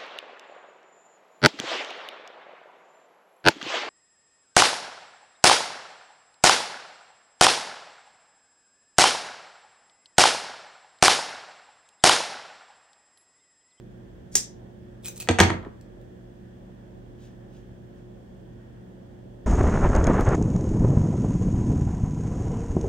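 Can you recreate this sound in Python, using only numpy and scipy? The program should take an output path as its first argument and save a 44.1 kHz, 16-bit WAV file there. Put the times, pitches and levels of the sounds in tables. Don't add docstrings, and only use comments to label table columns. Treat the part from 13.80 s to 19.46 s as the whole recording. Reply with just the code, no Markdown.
import sys
import numpy as np
from scipy import signal
from scipy.fft import rfft, irfft
from scipy.io import wavfile

SR = 44100
rng = np.random.default_rng(int(sys.argv[2]) if len(sys.argv) > 2 else 0)


def generate_wav(signal):
    frames = np.transpose(np.atleast_2d(signal))
    scaled = np.clip(frames, -1, 1) * 32767
    pcm = np.round(scaled).astype(np.int16)
    wavfile.write(sys.argv[1], SR, pcm)


N = 249605
SPECTRUM_SIZE = 2 ** 18
T = np.arange(N) / SR
HZ = np.maximum(np.fft.rfftfreq(SPECTRUM_SIZE, 1 / SR), 1)

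# mode frequency in Hz, relative level in dB, 60 dB decay time in seconds.
TIP_MODES = [(2450, -7, .008), (4100, -3, .005), (6450, 4, .006), (7400, 0, .005), (8250, 3, .005),
             (10300, -6, .004), (11500, -1, .004), (14100, -1, .004)]


def amp(db):
    return 10 ** (np.asarray(db) / 20)


def at(points, hz):
    point_hz, value = np.transpose(points)
    return np.interp(np.log(np.maximum(hz, 1)), np.log(point_hz), value)


def fade(t60, size):
    return np.exp(-np.log(1000) * T[:size] / t60)


def unit(x):
    return x / np.sqrt(np.sum(x ** 2))


def through(x, response):
    return signal.oaconvolve(x, response)[:N]


def low_pass(x, cutoff_hz):
    return signal.lfilter(*signal.butter(2, cutoff_hz, fs=SR), x)


def colour(points, size=1024):
    cepstrum = irfft(np.log(amp(at(points, np.fft.rfftfreq(size, 1 / SR)))))
    cepstrum[1:size // 2] *= 2
    cepstrum[size // 2 + 1:] = 0
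    return unit(irfft(np.exp(rfft(cepstrum))))


def ring(modes, size=24000):
    out = np.zeros(size)
    for k, (hz, db, t60) in enumerate(modes):
        out += (-1) ** k * amp(db) * fade(t60, size) * np.sin(2 * np.pi * hz * T[:size])
    return out


def add(track, s, sound):
    i = int(s * SR)
    track[i:i + len(sound)] += sound


def contact(t60, rattle, size=2048):
    push = rattle * unit(rng.standard_normal(size) * fade(t60, size))
    push[0] = 1
    return unit(push)


def stroke(s, db, rise_s, fall_s):
    rise = np.clip(1 + (T - s) / rise_s, 0, 1)
    return rise * amp(db - 20 * np.clip((T - s) / fall_s, 0, 10))


def friction(force, grain_db, order=5):
    slips = rng.standard_normal(N)
    grains = amp(grain_db * rng.standard_normal(N // 2 ** order + 1))
    slips *= np.repeat(grains, 2 ** order)[:N]
    return slips / slips.std() * force


def snip():
    # start in seconds, level in dB.
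    snaps = [(.5542, 3), (.5548, 12.5), (.5568, 4), (.5602, -4), (.5702, -4), (.5725, -5), (.5820, -7)]
    # frequency in Hz, relative level in dB.
    snap_colour = [(100, -10), (200, -1), (350, -3), (750, -10.5), (1200, -14), (1800, -7.5), (2600, -8.5),
                   (3400, -4.5), (4300, -5.5), (5300, 4.5), (6100, 5), (7200, 5.5), (8500, 3), (9400, 1.5),
                   (11000, -4.5), (13800, -7), (15500, -15)]
    # frequency in Hz, relative level in dB, 60 dB decay time in seconds.
    blade_modes = [(3408, -5, .1), (5050, -7, .13), (5400, -4, .14), (5840, -3, .14), (6350, -2, .12),
                   (7000, -2, .13), (7600, 2, .14), (8150, 0, .11), (9400, 1, .1), (10200, -7, .08),
                   (14080, -10, .1)]
    cut_s = .5548
    squeeze = stroke(cut_s, db=-45, rise_s=.042, fall_s=.018)
    bite = stroke(cut_s, db=-20.5, rise_s=.003, fall_s=.04)
    push = friction(squeeze + bite, grain_db=3.0)
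    for s, db in snaps:
        add(push, s, amp(db) * contact(t60=.003, rattle=.9))
    ringing = through(push, unit(ring(blade_modes)))
    return through(push, colour(snap_colour)) + amp(-13.5) * ringing


def scrape():
    # peak in seconds, level in dB, rise in seconds, time to fall 20 dB in seconds.
    drags = [(1.274, -34, .05, .04), (1.378, -38.5, .034, .022), (1.405, -30, .008, .026)]
    # start in seconds, level in dB.
    ticks = [(1.2584, -10.5), (1.2730, -12.5), (1.378, -16), (1.4016, -9), (1.4070, -12), (2.012, -32),
             (2.214, -37.5)]
    # frequency in Hz, relative level in dB.
    slide_colour = [(300, -24), (1100, -15), (1700, -13.5), (2150, -10), (2480, -1), (2900, -6),
                    (3600, -4.5), (4500, -8), (6500, -2), (8500, 0), (10300, 3), (12200, -4), (14200, 1),
                    (16000, -4)]
    push = friction(sum(stroke(*drag) for drag in drags), grain_db=8, order=6)
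    for s, db in ticks:
        add(push, s, amp(db) * contact(t60=.008, rattle=2.0))
    sliding = through(push, colour(slide_colour))
    tips = amp(-14) * through(push, unit(ring(TIP_MODES)))
    singing = amp(-19) * through(push, unit(ring([(2482, 0, .09)])))
    return sliding + tips + singing + squeaks()


def squeaks():
    # start in seconds, length in
    # seconds, start pitch in Hz, end pitch in Hz, rate of random change in Hz, level in dB.
    glides = [(1.234, .018, 3300, 4100, 900, -54), (1.240, .03, 2430, 2530, 200, -47),
              (1.266, .04, 6900, 6100, 700, -45), (1.278, .025, 2560, 2460, 200, -49),
              (1.350, .038, 6100, 6800, 800, -51), (1.401, .012, 4900, 3900, 1200, -40),
              (1.402, .022, 2600, 2450, 250, -46)]
    out = np.zeros(N)
    for s, length_s, start_hz, end_hz, width_hz, db in glides:
        along = np.clip((T - s) / length_s, 0, 1)
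        knots = np.arange(2 ** 7) / width_hz
        grip = np.interp(T - s, knots, rng.standard_normal((len(knots), 2)) @ [1, 1j])
        turns = np.cumsum(start_hz + (end_hz - start_hz) * along) / SR
        out += amp(db) * np.sin(np.pi * along) * np.real(grip * np.exp(2j * np.pi * turns))
    return out


def landing():
    # start in seconds, table level in dB,
    # handle clack level in dB, clack pitch in Hz, steel level in dB.
    knocks = [(1.426, -57, -29, 2998, -21), (1.4744, -49, -19.5, 900, -27),
              (1.4878, -21.5, 1.5, 1300, -2.5), (1.4919, -41.5, -4.5, 1000, -9),
              (1.5110, -41, -9.5, 804, -11), (1.5870, -27, 0, 1920, -5), (1.5910, -25, 2.5, 850, -6.5),
              (1.5962, -26.5, -3, 760.3, -12), (1.6016, -15.5, 10.5, 1701, 13.5),
              (1.6049, -26, 1.5, 1790, 1), (1.607, -24.5, 0.5, 479.2, -9), (1.6130, -22, -6.5, 2400, -2),
              (1.6317, -34.5, -7, 1200, -8.5), (1.6361, -43, -7, 2900, -8.5),
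              (1.6902, -39.5, -20, 2100, -32), (1.6978, -46, -14, 1690, -28), (1.7030, -38, -4, 1500, -21),
              (1.7351, -41.5, -20, 1800, -36), (1.741, -58, -22, 1100, -44), (1.828, -58, -30, 1700, -53),
              (1.849, -56, -28.5, 1690, -55)]
    # frequency in Hz, relative level in dB.
    clack_colour = [(30, -30), (120, -4), (320, 2.5), (700, 2), (1050, -3.5), (1700, -1), (2500, -1.5),
                    (3400, 0), (4300, -4.5), (5400, -10), (6500, -2), (8300, -4), (9500, -11), (15000, -19)]
    # peak in seconds, level in dB, rise in seconds, time to fall 20 dB in seconds.
    handle_rattle = (1.612, -35, .01, .085)
    table, handles, blades = np.zeros((3, N))
    for s, table_db, clack_db, pitch_hz, steel_db in knocks:
        add(table, s, amp(table_db) * table_ring())
        add(handles, s, amp(clack_db) * clack(pitch_hz, steel_db))
        add(blades, s, amp(steel_db) * contact(t60=.001, rattle=2.0))
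    boom = signal.lfilter(*signal.butter(2, 54.4, "high", fs=SR), table + thuds() + rumble())
    handles += friction(stroke(*handle_rattle), grain_db=6, order=6)
    steel = low_pass(through(blades, unit(ring(TIP_MODES))), 9500)
    return boom, through(handles, colour(clack_colour)) + steel + rocking()


def table_ring():
    # central frequency in Hz, central level in dB, 60 dB decay time in seconds.
    table_modes = [(90.6, -4, .38), (112, -7, .12), (145, -8, .18), (182.8, -5, .26), (243, -6, .17),
                   (318, -1, .09), (330.5, -1, .32), (467, -6, .25), (614, -15, .13), (665, -9.5, .18),
                   (761, -10, .2), (802, -13, .15), (939, -11.5, .22), (1027, -17, .22), (1230, -14, .21),
                   (1275, -14, .18), (1567, -15, .18), (1621, -14, .18), (1830, -14, .2), (2328, -17, .2)]
    spot_db, spot_detune = 3.5, .0038
    modes = []
    for hz, db, t60 in table_modes:
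        pitch_chance, level_chance = rng.standard_normal(2)
        modes.append((hz * (1 + spot_detune * pitch_chance), db + spot_db * level_chance, t60))
    return ring(modes)


def thuds():
    # start in seconds, level in dB, pitch in Hz, 60 dB decay time in seconds.
    slumps = [(1.5010, -18, 91, .2), (1.4960, -18, 240, .13), (1.4950, -9.5, 325, 0.1),
              (1.6040, -18, 184, .08), (1.6030, -12.5, 465, .07), (1.6050, -12, 330, 0.059),
              (1.6500, -16, 186, 0.098), (1.7000, -22, 323, 0.18), (1.7500, -29, 175, 0.076),
              (1.6, -36.5, 330, .06), (1.8660, -33, 349, 0.069)]
    out = np.zeros(N)
    for s, db, hz, t60 in slumps:
        thud = ring([(hz, db, t60)])
        add(out, s, thud * np.minimum(T[:len(thud)] / .0017, 1))
    return out


def rumble():
    # peak in seconds, level in dB, rise in seconds, time to fall 20 dB in seconds.
    swell = (1.665, -27, .05, .125)
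    # frequency in Hz, relative level in dB.
    rumble_colour = [(35, -17.5), (75, -0.5), (115, 0.5), (190, -0.5), (260, -3), (340, -2), (480, -13.5),
                     (1000, -35.5), (4000, -68)]
    return through(friction(stroke(*swell), grain_db=4.0), colour(rumble_colour))


def clack(pitch_hz, steel_db):
    bright_hz = 1620 + 1920 * np.sqrt(amp(steel_db))
    buzz = unit(low_pass(contact(t60=.016, rattle=1.6), min(bright_hz, SR / 2 - 1)))
    body = unit(signal.lfilter(*signal.iirpeak(pitch_hz, Q=2.5, fs=SR), buzz))
    return unit(buzz + amp(-7.5) * body)


def rocking():
    # peak in seconds, level in dB.
    rocks = [(1.739, -34), (1.802, -46), (1.845, -40.5), (1.871, -41.5)]
    # frequency in Hz, relative level in dB.
    settle_colour = [(60, 4), (350, 14.5), (800, 2.5), (1200, 1.5), (1700, -7), (3000, -27), (8000, -44)]
    force = sum(stroke(s, db, rise_s=.023, fall_s=.024) for s, db in rocks)
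    return through(friction(force, grain_db=4.0), colour(settle_colour))


def yarn():
    # peak in seconds, level in dB.
    pulls = [(3.45, -61), (3.77, -65), (4.18, -74)]
    # frequency in Hz, relative level in dB.
    yarn_colour = [(1000, -25), (2200, -3), (2900, 4), (4500, -2.5), (6500, 0), (8000, -5), (15000, -9)]
    force = sum(stroke(s, db, rise_s=.087, fall_s=.11) for s, db in pulls)
    return through(friction(force, grain_db=1.0), colour(yarn_colour))


def diffuse():
    # frequency in Hz, side minus mid level in dB.
    side_over_mid = [(50, -11.5), (130, -3.5), (300, -4), (600, 3), (1500, 0.94), (4000, -1), (8000, 2.5)]
    mid, side = rfft(rng.standard_normal((2, SPECTRUM_SIZE)))
    width = amp(at(side_over_mid, HZ))
    return np.array([mid + width * side, mid - width * side]) / np.sqrt(1 + width ** 2)


def room(build_s, size=2 ** 15):
    # frequency in Hz, 60 dB decay time in seconds.
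    room_decay = [(100, .32), (500, .37), (1500, .345), (3000, .29), (5500, .25), (9000, .195),
                  (14000, .175)]
    noise = rfft(irfft(diffuse())[:, :size])
    hz = np.fft.rfftfreq(size, 1 / SR)
    centres, t60s = np.transpose(room_decay)
    tail = np.zeros((2, size))
    for band, t60 in zip(np.eye(len(t60s)), t60s):
        tail += irfft(noise * at(np.c_[centres, band], hz)) * fade(t60, size)
    build_up = 1 - np.exp(-(T[:size] / build_s) ** 2)
    return np.sqrt(2) * unit(tail * build_up)


def place(x, echoes, lag_ms, pan_db, room_db):
    shift = np.exp(-2j * np.pi * HZ * lag_ms / 1000)
    right = irfft(rfft(x, SPECTRUM_SIZE) * shift)[:N]
    direct = np.array([x * amp(pan_db / 2), right * amp(-pan_db / 2)])
    return direct + amp(room_db) * np.array([through(x, side) for side in echoes])


def ventilation(air_db, hum_db, waver_hz):
    # frequency in Hz, relative level in dB, unsteady share from 0 to 1.
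    hum_lines = [(45.8, -56.5, 0.5), (120, -52.5, 0.35), (186.3, -55, 0.6), (213.7, -59, 0.34),
                 (243, -61.5, 0.33), (313.7, -64.5, 0.23), (358.4, -57, 0.4), (556, -68.5, 0.93)]
    hum = np.zeros(N)
    knots = np.arange(0, T[-1] + 1, 1 / waver_hz)
    for hz, db, share in hum_lines:
        chance = (rng.standard_normal((len(knots), 2)) @ [1, 1j]) / np.sqrt(2)
        swing = np.sqrt(1 - share ** 2) + share * np.interp(T, knots, chance)
        hum += np.sqrt(2) * amp(db) * np.real(swing * np.exp(2j * np.pi * hz * T))
    return amp(air_db) * airflow() + amp(hum_db) * hum


def airflow():
    # frequency in Hz, relative level in dB.
    air_colour = [(24, -46), (33, -17.5), (45, -1), (70, 0.5), (190, -2), (340, -6), (560, -7.5),
                  (720, -13), (900, -19), (1250, -26.5), (1600, -22.5), (1800, -22), (2050, -30.5),
                  (2400, -33), (2950, -32), (3350, -29), (3900, -39.5), (5000, -39), (12500, -43.5),
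                  (16000, -44.5)]
    noise = diffuse() * amp(at(air_colour, HZ))
    centres = 100 * 2 ** np.arange(6)
    bands = [irfft(noise * at(np.c_[centres, band], HZ))[:, :N] for band in np.eye(len(centres))]
    *lows, hiss = bands
    sway_db, sway_hz = 1.5, 6
    air = hiss + sum(low * amp(sway_db * wander(sway_hz)) for low in lows)
    return air / air.std()


def wander(rate_hz):
    return np.interp(T * rate_hz, np.arange(2 ** 9), rng.standard_normal(2 ** 9))


def scene():
    echoes = room(build_s=.0022)
    boom, clatter = landing()
    out = place(snip(), echoes, lag_ms=.045, pan_db=-.8, room_db=-6.3)
    out += place(scrape(), echoes, lag_ms=-.04, pan_db=-.5, room_db=-5.5)
    out += place(boom, echoes, lag_ms=.1, pan_db=-.4, room_db=-9.5)
    out += place(clatter, echoes, lag_ms=.028, pan_db=-.2, room_db=-4.8)
    out += place(yarn(), echoes, lag_ms=.044, pan_db=0, room_db=-14)
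    return out + ventilation(air_db=-48.5, hum_db=1.0, waver_hz=11) * amp([[-.8], [.8]])


def record(dry):
    # frequency in Hz, gain in dB.
    shared_gain = [(8900, 0), (10100, -12), (12200, -12), (13300, -1.5)]
    mid = irfft(rfft(dry.mean(axis=0), SPECTRUM_SIZE) * amp(at(shared_gain, HZ)))[:N]
    side = (dry[0] - dry[1]) / 2
    loud = np.clip([mid + side, mid - side], -1, 1)
    top_cut = signal.ellip(8, .2, 70, 15700, fs=SR, output="sos")
    return signal.sosfilt(top_cut, loud)


dry = scene()
out = record(dry)
generate_wav(out)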